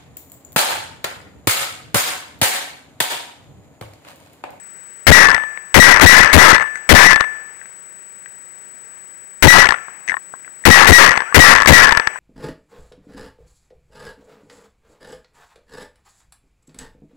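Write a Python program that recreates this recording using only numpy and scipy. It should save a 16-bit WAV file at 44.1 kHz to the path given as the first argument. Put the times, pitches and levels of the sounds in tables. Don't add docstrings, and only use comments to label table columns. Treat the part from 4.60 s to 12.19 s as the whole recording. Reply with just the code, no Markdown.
import sys
import numpy as np
from scipy import signal
from scipy.fft import rfft, irfft
from scipy.io import wavfile

SR = 44100
rng = np.random.default_rng(int(sys.argv[2]) if len(sys.argv) > 2 else 0)


def put_to_file(sound):
    columns = np.atleast_2d(sound).T
    safe = np.clip(columns, -1, 1)
    whole_steps = np.round(safe * 32767)
    wavfile.write(sys.argv[1], SR, whole_steps.astype(np.int16))


N = 334719
AGE = np.arange(int(1.3 * SR)) / SR
SHAKE_DB, SHAKE_HOLD_S = 9.5, 0.17


# start in seconds, bolt pitch in Hz, then bolt, spring, rattle and echo levels
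# in dB, seconds from the shot to the bolt's rebound, rebound level in dB. Levels are relative.
SHOTS = [(0.468, 1926, 24.5, 10.5, -1, -8, .135, -2), (1.143, 1925, 28.5, 3, 3, 2.5, 0.17, 3.5),
         (1.4116, 1936, 27.5, 10.5, 4.5, 6, 0.19, 1), (1.7297, 1966, 15.5, 8.5, 3, -26, 0.2, -4.5),
         (2.291, 1948, 14, 11.5, 2.5, -7, 0.17, 4.5), (4.825, 1946, 27.5, -4, 0, -9, .163, 6.5),
         (6.0528, 1918, 25, 6.5, -0.5, -2.5, 0.12, -4), (6.2730, 1920, 28.5, 2, 3.5, -4, 0.21, -6.5),
         (6.7446, 1920, 25.5, 5.5, 2.5, -5.5, 0.14, 2), (7.073, 1929, 19, 6, -2.5, -1.5, 0.12, 1.5)]

def shots(track):
    for start, bolt_hz, bolt_db, spring_db, rattle_db, echo_db, rebound_s, rebound_db in SHOTS:
        shot = gas_blast() + recoil() + shudder()
        shot += undb(SHAKE_DB + rattle_db) * rattle(hits_per_s=48, spread_db=4, spots=8)
        settling = bounces(PLASTIC_TONES, db=13, bright_hz=4100, gap_s=0.017, step_db=-3.5, count=9)
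        add(shot, 0.218, settling)
        bolt = undb(bolt_db) * ring(bolt_hz, t60=0.21)
        spring = undb(spring_db) * ring(hz=1749.5, t60=0.7)
        add(shot, 0.055, bolt + spring)
        add(shot, rebound_s, undb(rebound_db) * rebound(bolt_hz))
        add(track, start, shot + undb(echo_db) * field_echo())


# frequency in Hz, relative level in dB.
BLAST_SPECTRUM = [(60, 0), (400, -6), (1200, -7.5), (2000, 7), (2700, -8.5), (4000, -12), (6000, -16.5),
                  (10000, -17.5), (16000, -18)]

def gas_blast():
    return undb(20) * noise(BLAST_SPECTRUM) * fade(t60=0.29)


# seconds after the shot, length in seconds, typical level in dB.
RECOIL_KICKS = [(0.017, 0.00292, 23.5), (0.026, 0.00504, 28.5), (0.03, 0.00294, 28.5),
                (0.0384, 0.00812, 38), (0.053, 0.00425, 35)]

def recoil():
    out = np.zeros(len(AGE))
    for start, length, db in RECOIL_KICKS:
        late_s, extra_db = rng.normal(0, [0.00073, 2.94])
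        progress = np.clip((AGE - start - late_s) / length, 0, 1)
        out -= undb(db + extra_db) * np.sin(np.pi * progress) ** 2
    return out


# frequency in Hz, relative level in dB.
BODY_SPECTRUM = [(30, -22), (80, 3.5), (130, -4.5), (200, -5.5), (280, 1.5), (380, -5.5), (600, -3.5),
                 (1000, -6.5), (2000, -83), (6000, -49)]

def shudder():
    peak_s = 0.045
    swell = np.minimum(AGE / peak_s, 1) * hold_then_fade(peak_s, t60=0.074)
    return (undb(21) * swell + undb(SHAKE_DB - 23) * shaking()) * noise(BODY_SPECTRUM)


def rebound(bolt_hz):
    thud = undb(10.5) * noise(BODY_SPECTRUM) * fade(t60=0.019)
    return thud + undb(9) * ring(bolt_hz, t60=0.15)


# pitch in Hz, fade time in seconds, relative level in dB.
PLASTIC_TONES = [(543, 0.018, -15), (890, 0.016, -6), (1057, 0.019, -3), (1361.5, 0.017, -2),
                 (1705, 0.019, 1), (1986, 0.013, 2.5), (2854, 0.0064, -6), (3510, 0.028, -22.5),
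                 (6160, 0.0077, -12.5)]

def rattle(hits_per_s, spread_db, spots):
    rate = hits_per_s * hold_then_fade(SHAKE_HOLD_S, t60=0.6)
    out = np.zeros(len(AGE))
    for _ in range(spots):
        hits = rng.random(len(AGE)) < rate / SR
        strengths = undb(spread_db * rng.standard_normal(len(AGE)))
        out += signal.oaconvolve(hits * strengths, strike(PLASTIC_TONES, scatter_db=3.5))[:len(AGE)]
    return shaking() * out / out[AGE < SHAKE_HOLD_S].std()


def shaking():
    return hold_then_fade(SHAKE_HOLD_S, t60=0.29)


# frequency in Hz, relative level in dB.
ECHO_SPECTRUM = [(60, -31), (200, -20), (600, -8.5), (1100, -4), (1800, 0), (2500, -6), (4000, -34.5),
                 (6200, -20), (8000, -54), (16000, -43)]

def field_echo():
    return noise(ECHO_SPECTRUM) * (fade(t60=0.71) + undb(-14.5) * fade(t60=1.65))


# start in seconds, peak level in dB.
GEAR_KNOCKS = [(.746, 13.5), (.764, -0.5), (.779, -1), (0.836, -8.5), (0.974, -10.5), (1.397, 18),
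               (2.008, -2.5), (2.032, -12), (2.531, 17), (2.559, 13), (2.607, 14.5), (2.640, -3.5),
               (5.089, 17.5), (5.106, 11), (5.122, 7), (5.142, -1), (6.575, 9.5), (6.604, 3), (6.620, -3),
               (7.02, 14.5), (7.059, 15), (7.322, 19), (7.372, 17.5), (7.397, 8), (7.472, 10.5)]

def gear_knocks(track):
    for start, db in GEAR_KNOCKS:
        add(track, start, knock(PLASTIC_TONES, db, bright_hz=4000))


# pitch in Hz, fade time in seconds, relative level in dB.
HOPPER_TONES = [(794, 0.0095, -1.5), (1070, 0.036, 0.5), (1320, 0.011, 8.5), (1733, 0.023, 7),
                (2900, 0.0099, -10)]
# start in seconds, peak level in dB, brightness in Hz.
HOPPER_TAPS = [(5.282, -15.5, 900), (5.519, -3, 2500), (5.527, -10, 1800), (5.541, -3, 2000),
               (5.568, -5.5, 2010), (5.738, -14, 950), (6.724, -4.5, 1500), (7.558, -9.5, 1280)]

def hopper_taps(track):
    for start, db, bright_hz in HOPPER_TAPS:
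        add(track, start, bounces(HOPPER_TONES, db, bright_hz, gap_s=0.01, step_db=-17, count=2))


# pitch in Hz, fade time in seconds, relative level in dB.
METAL_TONES = [(1625, 0.015, -5), (1996, 0.026, -5), (2540, 0.0068, -9), (5600, 0.0067, -18),
               (6200, 0.026, -16), (9500, 0.0092, -17)]
# start in seconds, peak level in dB, brightness in Hz.
METAL_TICKS = [(2.156, -7.5, 12000), (3.014, -21.5, 2490), (3.057, -24.5, 4000), (3.659, -21.5, 2484),
               (5.478, -9, 5000), (5.486, -5.5, 5000), (5.4953, 4, 2900), (5.508, -17, 4000),
               (5.847, -23, 2500), (5.878, -22, 1500), (6.039, -17, 2500)]

def metal_ticks(track):
    for start, db, bright_hz in METAL_TICKS:
        add(track, start, bounces(METAL_TONES, db, bright_hz, gap_s=0.016, step_db=-12, count=3))


# start and length in seconds, first and last pitch in Hz, level in dB.
SQUEAKS = [(5.136, 0.11, 1360, 1346, -32), (6.655, .08, 1205, 1720, -25)]

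def squeaks(track):
    for start, length, first_hz, last_hz, db in SQUEAKS:
        progress = np.clip(AGE / length, 0, 1)
        hz = first_hz + (last_hz - first_hz) * progress
        swell = np.sqrt(4 * progress * (1 - progress))
        add(track, start, undb(db) * swell * np.sin(2 * np.pi * np.cumsum(hz) / SR))


# frequency in Hz, relative level in dB.
AIR_SPECTRUM = [(25, -7), (50, 2), (90, -5), (175, 1.5), (260, -3.5), (420, 0), (650, -4), (1150, -4),
                (1700, 3), (2100, 0), (3100, -12.5), (4500, -17.5), (6300, -11), (9000, -49)]
HISS_SPECTRUM = [(3000, -20.5), (6500, -1), (8500, 6), (10000, 1), (13000, 2.5), (15000, -44)]
WHINE_TONES = [(7867.4, -32.6), (15734.8, -48)]

def background():
    t = np.arange(N) / SR
    swell_db = 0.99 * np.interp(t, np.linspace(0, t[-1], 20), rng.standard_normal(20))
    air = undb(-44.5 + swell_db) * noise(AIR_SPECTRUM, N)
    hiss = undb(-56.5) * noise(HISS_SPECTRUM, N)
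    whine = sum(undb(db + 1.36) * np.sin(2 * np.pi * hz * t) for hz, db in WHINE_TONES)
    return air + hiss + whine


def strike(tones, scatter_db):
    chance = rng.standard_normal((len(tones), 2))
    t = AGE[:SR // 20]
    crunch = undb(-16) * rng.standard_normal(len(t)) * fade(0.028, t)
    out = butter(crunch, 5000, "low")
    for k, ((hz, t60, db), (louder, higher)) in enumerate(zip(tones, chance)):
        out += (-1) ** k * undb(db + scatter_db * louder) * ring(hz * (1 + 0.048 * higher), t60, t)
    return out


def knock(tones, db, bright_hz):
    hit = butter(strike(tones, scatter_db=3.0), bright_hz, "low", order=2)
    return undb(db) * hit / np.abs(hit).max()


def bounces(tones, db, bright_hz, gap_s, step_db, count):
    out, start = np.zeros(SR // 2), 0
    for k, uneven in enumerate(rng.standard_normal(count)):
        add(out, start, knock(tones, db + k * step_db, bright_hz))
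        start = min(start + gap_s * np.exp(0.25 * uneven), 0.4)
    return out


def ring(hz, t60, t=AGE):
    return np.sin(2 * np.pi * hz * t) * fade(t60, t)


def fade(t60, t=AGE):
    return np.exp(-np.log(1000) * t / t60)


def hold_then_fade(hold_s, t60):
    return fade(t60, np.maximum(AGE - hold_s, 0))


def noise(spectrum, size=len(AGE)):
    hz, db = np.transpose(spectrum)
    freqs = np.maximum(np.arange(size // 2 + 1) * SR / size, 1)
    gains = undb(np.interp(np.log(freqs), np.log(hz), db))
    shaped = irfft(rfft(rng.standard_normal(size)) * gains, size)
    return shaped / shaped.std()


def butter(sound, hz, kind, order=1):
    return signal.sosfilt(signal.butter(order, min(hz, SR / 2 - 1), kind, fs=SR, output="sos"), sound)


def undb(db):
    return 10 ** (np.asarray(db) / 20)


def add(track, start_s, sound):
    start = max(int(start_s * SR), 0)
    part = sound[:len(track) - start]
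    track[start:start + len(part)] += part


def scene():
    track = background()
    for source in (shots, gear_knocks, hopper_taps, metal_ticks, squeaks):
        source(track)
    return track[None]


def record(dry):
    sound = dry[0]
    headroom = np.where(sound > 0, undb(8.5), undb(28))
    squashed = sound / (1 + np.abs(sound) / headroom)
    drained = butter(squashed, 112, "high")
    leak = undb(-58) * butter(sound, 2000, "high")
    left = butter(np.clip(drained, -0.93, 0.93) + leak, 9450, "low")
    right = undb(-65) * left + undb(-48.5) * butter(left, 8000, "high")
    treble_cut = signal.ellip(8, 0.1, 60, 16600, fs=SR, output="sos")
    return signal.sosfiltfilt(treble_cut, [left, right])


dry = scene()
out = record(dry)
put_to_file(out)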